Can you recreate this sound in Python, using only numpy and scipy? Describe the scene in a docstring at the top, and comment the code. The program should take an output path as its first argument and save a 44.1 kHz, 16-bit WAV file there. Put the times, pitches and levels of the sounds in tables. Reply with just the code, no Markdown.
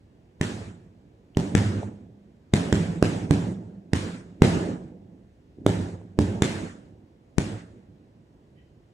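"""Padded gloves hit a hanging heavy bag under the roof of a hard-walled porch. Street rumble runs from the
start, lowered by a noise suppressor. From 0.4 s to 7.4 s come thirteen blows, each a short low push of air with
a vinyl slap; walls and roof ring on, and the suppressor cuts the tails. Between blows come small dry ticks and
the thumps of feet and soft touches of the bag; a louder second crack follows close on the blow at 6.42 s. Last,
near 8.6 s, a sole scuffs the floor."""
import sys
import numpy as np
from scipy import signal
from scipy.fft import rfft, irfft
from scipy.io import wavfile
from scipy.ndimage import uniform_filter1d

SR = 44100
rng = np.random.default_rng(int(sys.argv[2]) if len(sys.argv) > 2 else 0)


def master_out(mix):
    """Clip the mix to full scale and print it as 16-bit PCM to the path in sys.argv[1]."""
    frames = np.transpose(np.atleast_2d(mix))
    ceiling = np.clip(frames, -1, 1)
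    pcm = np.round(ceiling * 32767).astype(np.int16)
    wavfile.write(sys.argv[1], SR, pcm)


N = 393813

# street spectrum: freq_hz, density_db
STREET_SPECTRUM = [(25, -2), (50, 1), (110, -2), (200, -6.5), (350, -8.5), (550, -15.5), (900, -23),
                   (1300, -31), (1700, -30.5), (3000, -36), (7500, -46), (11000, -55), (15500, -59)]
# left-right likeness of diffuse sound: freq_hz, coherence
COHERENCE = [(60, 1), (250, 0.97), (500, 0.63), (1000, 0.5), (2000, 0.065), (4000, 0.05), (8000, 0.97),
             (15000, 0.25)]
# balance of diffuse sound: freq_hz, left_over_right_db
BALANCE = [(60, 2), (180, -4.5), (550, -2.5), (1650, -1.5), (4970, 3), (15000, -5)]
# phase between channels: freq_hz, right_lead_rad
RIGHT_LEAD = [(60, 0.17), (520, 0.21), (860, 2), (1120, 2.2), (1890, 6.9), (2840, 11), (4570, 2.7),
              (5770, 0.11), (16000, .1)]
# blows; where the bag hangs sets the favoured standing wave:
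# start_s, push_db, slap_re_push_db, left_over_right_db, contact_ms, favoured_hz, waves_re_push_db
PUNCHES = [(0.4122, -9.5, -9.5, -2, 2.1, 112, -26), (1.371, -6, -17.5, -1.5, 1.97, 172, -26.5),
           (1.5512, -4, -11, 4, 1.9, 105, -24.5), (2.5373, -3, -10, 1, 2.2, 169.5, -28),
           (2.7265, -6.5, -12.5, -4, 1.6, 172, -19.5), (3.026, -2, -16, -3.5, 1.2, 99.5, -32),
           (3.309, -4, -16, -4.5, 2.23, 186, -20.5), (3.9335, -7.5, -11.5, -4, 1.97, 180, -25),
           (4.4201, 2.7, -16, -2.5, 1.7, 176, -31), (5.6642, -3, -15.5, -3, 1.12, 98.5, -26),
           (6.189, -5, -17.5, -4.5, 1.48, 96.8, -21.5), (6.4215, -5.5, -7, -2, 1.7, 98.3, -31.5),
           (7.3827, -9, -12.5, 13.5, 2, 112.5, -26.5)]
# vinyl slap spectrum: freq_hz, level_db
SLAP_SPECTRUM = [(500, -13.5), (1000, 2.5), (1700, 4), (2600, -0.5), (3700, -2), (5000, -6), (7500, -6),
                 (9500, -12.5), (12000, -24.5), (15500, -65)]
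# reflections off floor, walls, roof: delay_s, gain_db
ECHOES = [(.010, -12.5), (0.0131, -11), (.020, -7.5), (.028, -7), (.036, -10.5)]
# porch decay: freq_hz, t60_s
PORCH_DECAY = [(60, 0.9), (125, 1.7), (250, 1.9), (500, 1.78), (1000, 1.116), (2000, 0.98), (4000, 0.85),
               (8000, 0.87), (11000, 0.76), (15000, 0.2)]
# low tail spectrum: freq_hz, level_db
LOW_TAIL_SPECTRUM = [(40, -33), (70, -2), (100, -0.5), (170, -2), (300, -2), (450, -8.5), (620, -12),
                     (900, -13.5), (1500, -46.5)]
# standing waves between the walls: freq_hz, level_db, t60_s
WALL_MODES = [(73.6, -2, 0.29), (96.3, -3.5, 1.4), (108.4, -5, 1.6), (154.6, -14, 1.2), (172.6, -5, 1.8),
              (196.5, -5.5, 2.1), (222.8, -5.5, 1.3), (287.1, 0, 0.42), (362, -15.5, 1.6),
              (399, -11.5, 0.94)]
# dry ticks, the last a second crack just after the 6.42 s blow: start_s, peak_db, pitch_hz
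TICKS = [(1.349, -37.5, 3020), (3.571, -41.5, 1271), (6.434, -21, 2170)]
# feet and soft touches of the bag: centre_s, peak_db, pitch_hz
THUMPS = [(1.421, -31.5, 402), (1.8318, -21, 600), (4.262, -35, 350), (4.401, -28.5, 280),
          (5.587, -24, 302), (5.619, -22, 220), (6.0153, -33, 650), (6.152, -38, 280), (6.183, -33, 280),
          (8.071, -44, 400), (8.578, -43, 79.9)]
# sole resonances: centre_hz, width_hz, level_db
SOLE_MODES = [(1930, 70, 0), (3050, 120, -4), (2500, 1200, -17)]
# suppressor at full depth: freq_hz, gain_db
SUPPRESSION = [(100, -7.5), (600, -9), (2000, -8), (8000, -7.5)]


def gain_of(db):
    return 10 ** (np.asarray(db) / 20)


def unit_rms(x):
    return x / np.sqrt(np.mean(x ** 2) + 1e-20)


def curve(points, hz):
    freq_hz, value = np.transpose(points)
    return np.interp(np.log(hz + 1), np.log(freq_hz + 1), value)


def add(mix, start_s, sound):
    at = round(start_s * SR)
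    part = mix[:, at:at + sound.shape[1]]
    part += sound[:, :part.shape[1]]


def patchiness(count, bins, frames):
    """Smooth random field over frequency and time."""
    field = rng.standard_normal((count // 256 + 5, 513)).T
    return unit_rms(uniform_filter1d(uniform_filter1d(field, bins, axis=0), frames, axis=1))


def diffuse_noise(count, shape_db, size=1024):
    """Partly coherent stereo noise shaped by shape_db(hz, t)."""
    hop = size // 4
    hz, t = np.fft.rfftfreq(size, 1 / SR)[:, None], np.arange(count // hop + 5) * hop / SR
    a, b, c, d = rng.standard_normal((len(t), len(hz), 4)).T
    left, unrelated = a + 1j * b, c + 1j * d
    coherence, lean = curve(COHERENCE, hz), gain_of(curve(BALANCE, hz) / 2)
    right = coherence * left * np.exp(1j * curve(RIGHT_LEAD, hz))
    right += np.sqrt(1 - coherence ** 2) * unrelated
    spectra = np.array([left * lean, right / lean]) * gain_of(shape_db(hz, t))
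    return signal.istft(spectra, nperseg=size, noverlap=size - hop)[1][:, :count]


def street(level_db=-46):
    """Distant rumble with drifting patches."""
    drift_db = 0.87 * patchiness(N, bins=10, frames=16)
    rumble = diffuse_noise(N, lambda hz, t: curve(STREET_SPECTRUM, hz) + drift_db)
    return gain_of(level_db) * unit_rms(rumble)


def push(contact_ms):
    """A low thud: a pressure dip, a rebound and a small second hump just after."""
    t_ms = np.arange(2048) / SR * 1000
    dip = -np.sin(np.pi * np.minimum(t_ms / contact_ms, 1) ** .7)
    rebound = 1.2 - 0.35 * contact_ms  # stronger after short contacts
    release = np.maximum(t_ms / contact_ms - 1, 0) / .45
    second_hump = 0.28 * np.exp(-((t_ms - 4.6) / .6) ** 2)
    return dip + rebound * release * np.exp(1 - release) + second_hump


def slap(colour_db):
    """Vinyl meets vinyl: a noise crack of a few milliseconds."""
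    t, hz = np.arange(2048) / SR, np.fft.rfftfreq(2048, 1 / SR)
    spectrum = rfft(rng.standard_normal(2048)) * gain_of(colour_db(hz))
    crack = irfft([spectrum, spectrum * np.exp(1j * curve(RIGHT_LEAD, hz))])
    attack = 1 - np.exp(-t / 0.0002)
    decay = np.exp(-t / 0.0017) + 0.084 * np.exp(-t / 0.0078)
    return unit_rms(crack) * attack * decay


def build_up(t, rise_s, end_fade_s=.1):
    return (1 - np.exp(-(t / rise_s) ** 2)) * np.minimum(1, (t[-1] - t) / end_fade_s)


def tail(colour_db, energy, rise_s, count):
    """Dense reflections build up, clump in patches and die band by band."""
    clumps_db = 1.7 * patchiness(count, bins=9, frames=7)
    wash = diffuse_noise(count, lambda hz, t: colour_db(hz) + clumps_db - 60 * t / curve(PORCH_DECAY, hz))
    wash *= build_up(np.arange(count) / SR, rise_s)
    return wash * np.sqrt(2 * energy / (wash ** 2).sum())


def porch(source, tail_energy, cutoff_hz, count):
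    """A dense low tail plus single echoes, each reaching one side first."""
    colour_db = lambda hz: curve(LOW_TAIL_SPECTRUM, hz) - 20 * np.log10(1 + (hz / cutoff_hz) ** 4)
    answer = tail(colour_db, tail_energy, rise_s=0.0054, count=count)
    for delay_s, gain_db in ECHOES:
        for side, at in enumerate(round(delay_s * SR) + rng.integers(-14, 15, 2)):
            answer[side, at:at + len(source)] += gain_of(gain_db) * source
    return answer


def standing_waves(favoured_hz, lift_db=6, width_oct=0.18):
    """A blow starts the wall modes, each with its own strength and slow waver."""
    t = np.arange(40000) / SR
    waves = np.zeros(len(t))
    for hz, level_db, t60_s in WALL_MODES:
        strength, detune, phase, rate = rng.standard_normal(4)
        favour_db = lift_db * np.exp(-(np.log2(hz / favoured_hz) / width_oct) ** 2)
        envelope = gain_of(level_db + 2 * strength + favour_db - 60 * t / t60_s)
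        waver = 1 + 0.84 * np.cos(2 * np.pi * 6.5 * rate * t)
        waves += envelope * waver * np.sin(2 * np.pi * hz * (1 + .015 * detune) * t + 3 * phase)
    return waves * build_up(t, rise_s=0.0055) * gain_of([[-1.2], [1.2]])


def punches():
    """Glove on bag: panned push and slap, then the porch's answer."""
    mix = np.zeros((2, N))
    for start_s, push_db, slap_db, pan_db, contact_ms, favoured_hz, waves_db in PUNCHES:
        tilt_db_per_oct = -0.5 - 0.0424 * push_db  # harder blows slap duller
        colour_db = lambda hz: curve(SLAP_SPECTRUM, hz) + tilt_db_per_oct * np.log2(hz / 3000 + .01)
        thud = gain_of(push_db) * push(contact_ms)
        crack = gain_of(push_db + slap_db) * slap(colour_db)
        add(mix, start_s, (thud + crack) * gain_of([[pan_db / 2], [-pan_db / 2]]))
        low_energy = gain_of(-4) ** 2 * (thud ** 2).sum()
        add(mix, start_s, porch(0.47 * thud + 0.7 * crack[0], low_energy, cutoff_hz=3000, count=40000))
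        tail_re_slap_db = -2 - 0.18 * slap_db  # a weaker crack leaves a larger share to the tail
        bright_energy = gain_of(tail_re_slap_db) ** 2 * (crack ** 2).sum() / 2
        add(mix, start_s, tail(colour_db, bright_energy, rise_s=0.015, count=25000))
        add(mix, start_s, gain_of(push_db + waves_db) * standing_waves(favoured_hz))
    return mix


def ticks(t60_s=0.0088):
    """Short dry rings."""
    mix, t = np.zeros((2, N)), np.arange(2048) / SR
    for start_s, peak_db, pitch_hz in TICKS:
        tick = gain_of(peak_db - 60 * t / t60_s) * np.sin(2 * np.pi * pitch_hz * t)
        add(mix, start_s, np.array([tick, tick]))
    return mix


def thumps(swell_s=.023):
    """Feet and bag touches: soft one-cycle pushes that the porch answers."""
    mix, t = np.zeros((2, N)), np.arange(2048) / SR
    for centre_s, peak_db, pitch_hz in THUMPS:
        phase_rad = 2 * np.pi * pitch_hz * (t - swell_s)
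        thump = -gain_of(peak_db) * np.cos(phase_rad) * np.exp(-(phase_rad / 3.6) ** 2)
        answer = porch(0.34 * thump, 2.3 * (thump ** 2).sum(), cutoff_hz=2 * pitch_hz, count=14000)
        add(mix, centre_s - swell_s, np.array([thump, thump]))
        add(mix, centre_s - swell_s, answer)
    return mix


def scuff(start_s=8.555, rise_s=.035, t60_s=.4, level_db=-58):
    """A sole twists on the floor; rubbing noise rings it, swells and fades."""
    mix, t, hz = np.zeros((2, N)), np.arange(16384) / SR, np.fft.rfftfreq(16384, 1 / SR)
    resonance = sum(gain_of(db) / (1 + ((hz - centre_hz) / (width_hz / 2)) ** 2)
                    for centre_hz, width_hz, db in SOLE_MODES)
    rub = unit_rms(irfft(rfft(rng.standard_normal((2, len(t)))) * resonance))
    envelope = np.minimum(t / rise_s, 1) * gain_of(level_db - 60 * np.maximum(t - rise_s, 0) / t60_s)
    add(mix, start_s, rub * envelope)
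    return mix


def suppressor(x, threshold_db=8.5):
    """Lowers each band as it sinks towards its steady background."""
    hz, _, spectra = signal.stft(x, SR, nperseg=512, noverlap=384)
    power = (abs(spectra) ** 2).mean(0)
    power = uniform_filter1d(uniform_filter1d(power, 3, axis=0), 9, axis=1) + 1e-20
    over_db = 10 * np.log10(power / np.percentile(power, 15, axis=1, keepdims=True))
    near_db = uniform_filter1d(over_db, 11, axis=0)
    broad_db = over_db[8:90].mean(0)  # 0.7-7.7 kHz
    raised_db = 0.32 * signal.lfilter([.004], [1, -.996], broad_db)  # loud spells lift the threshold
    margin_db = (near_db + broad_db) / 2 - threshold_db - raised_db
    opened = 1 / (1 + np.exp(-margin_db))
    gain = gain_of(curve(SUPPRESSION, hz)[:, None] * (1 - opened))
    return signal.istft(spectra * gain, SR, nperseg=512, noverlap=384)[1][:, :N]


def scene():
    return punches() + ticks() + thumps() + street() + scuff()


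def record(dry, low_cut_hz=48, band_limit_hz=16100):
    """Suppressor, low cut, overload, band limit."""
    low_cut = signal.butter(2, low_cut_hz, "high", fs=SR, output="sos")
    clipped = np.clip(signal.sosfiltfilt(low_cut, suppressor(dry)), -1, 1)
    band_limit = signal.firwin(511, band_limit_hz, window=("kaiser", 9), fs=SR)
    return signal.oaconvolve(clipped, band_limit[None], "same")


dry = scene()
out = record(dry)
master_out(out)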